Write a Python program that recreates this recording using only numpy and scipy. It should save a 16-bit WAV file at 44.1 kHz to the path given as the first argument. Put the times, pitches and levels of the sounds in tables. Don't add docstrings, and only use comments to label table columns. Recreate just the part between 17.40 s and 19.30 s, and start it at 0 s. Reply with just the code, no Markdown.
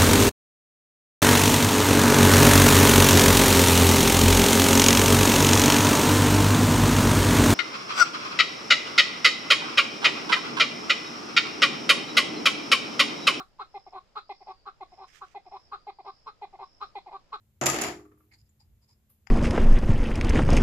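import sys
import numpy as np
from scipy import signal
from scipy.fft import rfft, irfft, next_fast_len
from scipy.io import wavfile
from scipy.ndimage import map_coordinates

SR = 44100
rng = np.random.default_rng(int(sys.argv[2]) if len(sys.argv) > 2 else 0)


def inscribe(sig):
    pcm = np.round(np.clip(np.atleast_2d(sig).T, -1, 1) * 32767)
    wavfile.write(sys.argv[1], SR, pcm.astype(np.int16))


N = 83790
T = np.arange(N) / SR
M = next_fast_len(N + SR)
F = np.fft.rfftfreq(M, 1 / SR)


def amp(db):
    return 10 ** (np.asarray(db) / 20)


def unit(x):
    return x / np.sqrt(np.mean(x ** 2) + 1e-20)


def along(points, hz):
    f, v = np.transpose(points)
    return np.interp(np.log(hz + 1), np.log(f + 1), v)


def pan(db):
    return amp(np.array([db, -db]) / 2).reshape(2, -1)


def sine(hz, t):
    return np.sin(2 * np.pi * hz * t)


def add(track, s, sound):
    part = track[:, round(s * SR):][:, :sound.shape[-1]]
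    part += sound[..., :part.shape[1]]


def filtered(x, response):
    return irfft(rfft(x, M) * response, M)[..., :N]


def peak(hz, width):
    return 1 / (1 + ((F - hz) / width) ** 2)


def causal(gain):
    c = irfft(np.log(np.maximum(unit(gain), 1e-6)), M)
    c[1:M // 2] *= 2
    c[M // 2 + 1:] = 0
    return np.exp(rfft(c))


# (frequency [Hz], likeness [0 to 1])
LIKENESS = [(60, 0.95), (250, 0.92), (600, 0.58), (1200, 0.079), (4000, 0.03), (12000, 0.028)]


def pair(size):
    likeness = along(LIKENESS, np.fft.rfftfreq(size, 1 / SR))
    turn = np.arccos(np.clip(likeness, -1, 1)) / 2
    noise = rfft(rng.standard_normal((2, size)))
    mid, side = irfft(noise * [np.cos(turn), np.sin(turn)], size)
    return np.array([mid + side, mid - side])


def rush(spectrum):
    return unit(filtered(pair(size=N), amp(along(spectrum, F))))


# (frequency [Hz], time to fall 60 dB [s])
ROOM_DECAY = [(100, 0.58), (350, 0.29), (1200, 0.3), (2700, 0.23), (7000, 0.28), (14000, 0.26)]
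ROOM_RISE_S = 0.0052


def room():
    hz, t, z = signal.stft(pair(size=32768), SR, nperseg=256)
    fade = amp(-60 * t / along(ROOM_DECAY, hz)[:, None])
    tail = signal.istft(z * fade, SR, nperseg=256)[1]
    tail = tail * (1 - np.exp(-T[:tail.shape[1]] / ROOM_RISE_S))
    return unit(tail) / np.sqrt(tail.shape[1])


def in_room(x, wet_db):
    return x + amp(wet_db) * signal.fftconvolve(x, room(), axes=1)[:, :N]


SAME_PATH = 0.72
CHATTER_RISE_S = 0.00041
GRAIN_DB, GRAIN_PER_S = 3, 1500


def contact(t60, wet_db, common):
    tail = np.sqrt(SAME_PATH) * common + np.sqrt(1 - SAME_PATH) * room()
    t = T[:tail.shape[1]]
    rebounds = amp(GRAIN_DB * map_coordinates(rng.standard_normal(4096), [t * GRAIN_PER_S]))
    envelope = amp(-60 * t / t60) * (1 - np.exp(-t / CHATTER_RISE_S))
    chatter = pair(size=len(t)) * rebounds * envelope
    return unit(chatter) / np.sqrt(len(t)) + amp(wet_db) * tail


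# (time [s], relative clack level [dB], relative table knock level [dB], left over right [dB])
DROPS = [(0.213, -22.5, -20, 6), (0.2217, -29.5, -26.5, -6), (0.2278, -35, -25.5, -7),
         (0.2368, -26.5, -23, 10), (0.2587, -14.5, -19.5, 0), (0.2652, -10, -19, 3),
         (0.2868, -22.5, -26, -4), (0.2998, -19, -24.5, 13), (0.3168, -28, -29.5, 6),
         (0.331, -30, -25.5, -2), (0.3427, -32.5, -22.5, -13), (0.3615, -29.5, -26.5, 0),
         (0.3858, -28, -22.5, 2.5), (0.4134, -27, -29.5, -9), (0.4172, -25, -25, -13),
         (0.4203, -25.5, -27, 12), (0.4367, -25.5, -24.5, -1), (0.4448, -33, -26, 8), (0.4668, -34, -32, 9),
         (.4760, -64, -31, 5), (0.4845, -34.5, -31, 3.5), (.503, -42.5, -39, -3)]
# (frequency [Hz], relative level [dB])
KNOCK = [(30, -41.5), (50, -23), (70, -8.5), (100, -14.5), (150, -8.5), (330, -2), (520, -5), (720, -1.5),
         (1000, -7.5), (1230, -4), (1500, -8), (2050, -4.5), (2750, -8), (3800, -15.5), (5300, -12.5),
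         (8500, -33), (14000, -47), (15500, -71.5)]
# (frequency [Hz], gain [dB])
FLAT_TONE = [(400, 3), (1300, 2), (2300, -6), (3800, -6.5), (5500, -6.5), (6700, 3.5), (8300, -7.5),
             (14000, -7)]
# (frequency [Hz], left over right [dB])
TABLE_LEAN = [(100, 0.5), (700, .5), (1300, 0.5), (2400, 2), (4400, 2), (15000, -3)]
CLACK_DB, CLACK_T60_S, CLACK_WET_DB = 16, 0.025, -2.5
KNOCK_DB, KNOCK_T60_S, KNOCK_WET_DB = 18, 0.044, 2
EDGE_S, FLAT_CRACK_DB = 0.25, -7


def dropped_chip():
    flat, edge, flat_knocks, edge_knocks = np.zeros((4, 2, N))
    chip_path, table_path = room(), room()
    for s, clack_db, knock_db, pan_db in DROPS:
        clacks, knocks = (flat, flat_knocks) if s < EDGE_S else (edge, edge_knocks)
        clack = contact(CLACK_T60_S, CLACK_WET_DB, chip_path)
        add(clacks, s, amp(clack_db + CLACK_DB) * pan(pan_db) * clack)
        knock = contact(KNOCK_T60_S, KNOCK_WET_DB, table_path)
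        add(knocks, s, amp(knock_db + KNOCK_DB) * knock)
    dull = amp(along(FLAT_TONE, F))
    all_knocks = edge_knocks + filtered(flat_knocks, dull)
    table = filtered(all_knocks, causal(amp(along(KNOCK, F)))) + table_ring()
    chip = filtered(flat, dull * chip_colour(FLAT_CRACK_DB)) + filtered(edge, chip_colour(0))
    return chip + filtered(table, pan(along(TABLE_LEAN, F)))


# (frequency [Hz], width [Hz], relative level [dB])
CHIP = [(4775, 200, -15.5), (5780, 86, -5), (6320, 200, -6.5), (6902, 120, 1), (7173, 120, 4),
        (9730, 330, -8.5), (11780, 610, -13)]
# (frequency [Hz], relative level [dB])
CRACK = [(300, -26), (1200, -17), (2500, -12), (4000, -17), (5200, -15), (6500, -14.5), (7500, -9),
         (8800, -34.5), (9800, -20.5), (14400, -24.5), (15000, -38), (16000, -44)]
# (frequency [Hz], left over right [dB])
CHIP_LEAN = [(1000, 3), (2500, 2), (6800, 0.5), (9800, -6.5), (13000, -0.5)]


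def chip_colour(crack_db):
    ring = sum((amp(db) * peak(hz, width)) ** 2 for hz, width, db in CHIP)
    crack = amp(along(CRACK, F) + crack_db)
    return causal(np.sqrt(crack ** 2 + ring)) * pan(along(CHIP_LEAN, F))


# (frequency [Hz], average relative level [dB], time to fall 60 dB [s])
TABLE = [(239.4, -4, 0.19), (277, -2.5, 0.14), (350.2, -1, 0.44), (408.3, -6, 0.63), (482, -9.5, 0.22),
         (556, -9, 0.16), (630, -8, .22), (686, -7, 0.35), (740, -7.5, 0.27), (859, -7.5, 0.36),
         (1247, -10, 0.19), (2000, -9.5, .16)]
TABLE_DB = -36.5
THUD_HZ, THUD_DB, THUD_T60_S = 133.9, -32.5, 0.66
BANG_S, BANG_HZ, BANG_DB, BANG_T60_S = 0.29, 1250, -23.5, 0.076


def table_ring():
    ring, t = np.zeros((2, N)), T[:SR]
    for s, clack_db, knock_db, pan_db in DROPS:
        modes = 0
        for hz, db, t60 in TABLE:
            level = amp(db + rng.normal(0, 1.8) - 60 * t / t60)
            modes = modes + level * np.sin(2 * np.pi * (hz * t + rng.random()))
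        add(ring, s, amp(knock_db + KNOCK_DB + TABLE_DB) * modes * (1 - np.exp(-t / 0.0012)))
    thud = amp(THUD_DB - 60 * t / THUD_T60_S) * sine(THUD_HZ, t)
    add(ring, DROPS[0][0], thud * (1 - np.exp(-t / 0.003)))
    add(ring, BANG_S, amp(BANG_DB - 60 * t / BANG_T60_S) * sine(BANG_HZ, t))
    return ring


# (frequency [Hz], relative level [dB])
SNAP = [(500, -15.5), (2500, -4), (5000, -6), (7000, 7), (8600, -20), (10000, -3), (12000, -6.5),
        (14400, -8), (15200, -25)]
# (average frequency [Hz], level relative to the clack [dB], time to fall 60 dB [s])
PING = [(6380, -8, .012), (7074, -4.5, 0.025)]
SNAP_DB, SNAP_T60_S = -1, 0.0022
PING_SCATTER = 0.014


def snaps():
    snap, ping, t = np.zeros((2, N)), np.zeros((2, N)), T[:2048]
    for s, clack_db, knock_db, pan_db in DROPS:
        burst = unit(rng.standard_normal((2, len(t))) * amp(-60 * t / SNAP_T60_S)) / np.sqrt(len(t))
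        add(snap, s, amp(SNAP_DB + clack_db) * pan(pan_db) * burst)
        pitch = 1 + PING_SCATTER * rng.standard_normal()
        tones = sum(amp(db - 60 * t / t60) * sine(hz * pitch, t) for hz, db, t60 in PING)
        add(ping, s, amp(clack_db) * pan(pan_db) * tones)
    return ping + filtered(snap, causal(amp(along(SNAP, F))) * pan(along(CHIP_LEAN, F)))


# (frequency [Hz], level before swell and fade [dB])
BOOM = [(307, -31.5), (347, -38.5)]
BOOM_S, BOOM_RISE_S, BOOM_T60_S = 0.345, 0.029, 0.76


def boom():
    t = np.maximum(T - BOOM_S, 0)
    modes = sum(amp(db) * sine(hz, t) for hz, db in BOOM)
    return modes * (1 - np.exp(-t / BOOM_RISE_S)) * amp(-60 * t / BOOM_T60_S)


# (time [s], relative level [dB])
LATE = [(.594, -49), (0.652, -52), (0.715, -55), (0.773, -64.5), (.803, -60.5), (0.833, -66.5)]
# (frequency [Hz], relative level [dB])
ROCK = [(150, -26), (310, -7), (410, -6.5), (600, -23), (950, -29), (1450, -31), (1750, -24.5), (2300, -28),
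        (3500, -48), (9000, -45.5)]
# (frequency [Hz], width [Hz], relative level [dB])
ROCK_RING = [(1174, 63, -11), (1320, 75, -17)]
ROCK_DB, ROCK_T60_S, ROCK_WET_DB = 23, 0.084, -7


def rocking():
    out, path = np.zeros((2, N)), room()
    for s, db in LATE:
        add(out, s, amp(db + ROCK_DB) * contact(ROCK_T60_S, ROCK_WET_DB, path))
    ring = sum(amp(db) * peak(hz, width) for hz, width, db in ROCK_RING)
    return filtered(out, causal(amp(along(ROCK, F)) + ring))


# (time [s], length before the fade [s],
# relative rim rasp level [dB], rim frequency [Hz], relative hollow body level [dB], body frequency [Hz])
STACK_MOVES = [(0.908, 0.026, -73, 4360, -59.5, 2110), (0.933, 0.011, -60, 4570, -74, 1790),
               (0.911, 0.038, -66.5, 4820, -74, 865), (0.974, 0.04, -69.5, 5010, -92, 2040),
               (1.049, 0.023, -79, 5050, -93.5, 2040), (1.091, 0.0018, -69, 7200, -88, 2090),
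               (1.193, 0.024, -65.5, 4875, -70, 870), (1.413, 0.034, -71.5, 4920, -83.5, 980),
               (1.474, 0.039, -67, 5050, -75.5, 970), (1.506, 0.026, -70.5, 5070, -88, 1100),
               (1.695, 0.0081, -83, 4990, -77.5, 1150)]
# (frequency [Hz], relative level [dB])
RASP = [(500, -28), (900, -47), (1500, -30.5), (2300, -16), (3000, -29), (4000, -21.5), (6000, -33),
        (7100, -9), (8400, -34), (9800, -20), (13000, -37)]
GRAINS_PER_S, MOVE_FALL_S, MOVE_WET_DB = 3000, 0.011, -14.5
MOVE_RISE = 0.45
RIM_WIDTH_HZ, HOLLOW_Q = 224, 8.6


def slides_and_tick():
    out = np.zeros((2, N))
    for s, length, rasp_db, rim_hz, body_db, body_hz in STACK_MOVES:
        swell = np.clip((T - s) / (MOVE_RISE * length), 0, 1)
        stroke = swell * np.exp(-np.maximum(T - s - length, 0) / MOVE_FALL_S)
        grains = (rng.random(N) < GRAINS_PER_S / SR) * rng.standard_normal((2, N))
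        slips = stroke * unit(grains)
        rim = causal(amp(along(RASP, F)) + peak(rim_hz, RIM_WIDTH_HZ))
        body = causal(peak(body_hz, body_hz / HOLLOW_Q))
        out += filtered(slips, amp(rasp_db) * rim + amp(body_db) * body)
    return in_room(out, MOVE_WET_DB)


# (time [s], relative level [dB])
CLICKS = [(1.095, -82), (1.703, -81), (1.8677, -58.5), (1.871, -37)]
# (frequency [Hz], relative level [dB], time to fall 60 dB [s])
HELD = [(939, -24, 0.0098), (1807, -2.5, 0.0053), (2143, 0, 0.0074), (2680, -21, 0.014),
        (4930, -11.5, 0.024), (7040, -16.5, 0.02), (10100, -27.5, 0.0062)]
# (frequency [Hz], relative level [dB])
CLICK_CRACK = [(200, -38), (450, -21.5), (800, 1), (2300, -3), (3000, -4.5), (4100, -25), (5400, -8.5),
               (6400, -14), (8500, -37.5), (10000, -28), (15000, -32.5)]
CLICK_CRACK_DB, CLICK_CRACK_T60_S = -7, 0.014
CLICK_TAIL_DB, CLICK_TAIL_T60_S = -31, 0.23
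CLICK_PAN_DB, CLICK_WET_DB = 12.5, -13.5


def clicks():
    ring, crack, t = np.zeros((2, N)), np.zeros((2, N)), T[:SR // 5]
    fade = amp(CLICK_CRACK_DB - 60 * t / CLICK_CRACK_T60_S)
    fade = fade + amp(CLICK_TAIL_DB - 60 * t / CLICK_TAIL_T60_S)
    tones = sum((-1) ** k * amp(db - 60 * t / t60) * sine(hz, t) for k, (hz, db, t60) in enumerate(HELD))
    for s, level_db in CLICKS:
        add(ring, s, amp(level_db) * tones)
        add(crack, s, amp(level_db) * fade * rng.standard_normal((2, len(t))))
    out = ring + filtered(crack, causal(amp(along(CLICK_CRACK, F))))
    return in_room(out * pan(CLICK_PAN_DB), CLICK_WET_DB)


# (time [s], fade time constant [s], level before the fade [dB])
BRUSHES = [(.775, .13, -73.5), (1.693, 0.037, -59.5)]
# (frequency [Hz], relative level [dB])
SKIN = [(500, -2.5), (1200, -5.5), (3000, -3), (8500, -12), (10000, 7), (11800, 14), (14400, 12.5),
        (15200, -22)]
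# (time of the middle [s], width [s], peak level [dB])
HANDLING = [(1.023, 0.029, -61), (1.315, 0.054, -59)]
# (frequency [Hz], relative level [dB])
BUMP = [(25, -36), (55, 1), (78, -8), (110, -3.5), (250, -42.5), (1000, -89)]


def hands(rise_s=0.0086):
    brush, bump = np.zeros(N), np.zeros(N)
    for s, fade_s, db in BRUSHES:
        swell = np.clip((T - s) / rise_s, 0, 1)
        brush += amp(db) * swell * np.exp(-np.maximum(T - s, 0) / fade_s)
    for s, width, db in HANDLING:
        bump += amp(db) * np.exp(-((T - s) / width) ** 2 / 2)
    return brush * rush(SKIN) + bump * rush(BUMP)


# (frequency [Hz], relative level [dB])
FLOOR = [(20, -16), (45, -7), (70, 1.5), (120, 0.5), (170, -14), (260, -18), (450, -23), (1000, -30.5),
         (3000, -33.5), (6000, -37.5), (7200, -30.5), (8500, -39), (11000, -32.5), (14400, -29),
         (14900, -55.5)]
FLOOR_DB, HUM_HZ, HUM_DB = -66.5, 214.4, -78


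def background():
    return amp(FLOOR_DB) * rush(FLOOR) + amp(HUM_DB) * unit(sine(HUM_HZ, T))


def scene():
    chip = dropped_chip() + snaps() + boom() + rocking()
    stack = slides_and_tick() + clicks() + hands()
    return chip + stack + background()


# (frequency [Hz], gain [dB])
MIC = [(14200, -0.5), (14800, -10.5), (16300, -17.5)]
TOP_HZ = 16300


def record(dry):
    limit = 1 / (1 + (F / TOP_HZ) ** 120)
    return filtered(dry, amp(along(MIC, F)) * limit)


dry = scene()
out = record(dry)
inscribe(out)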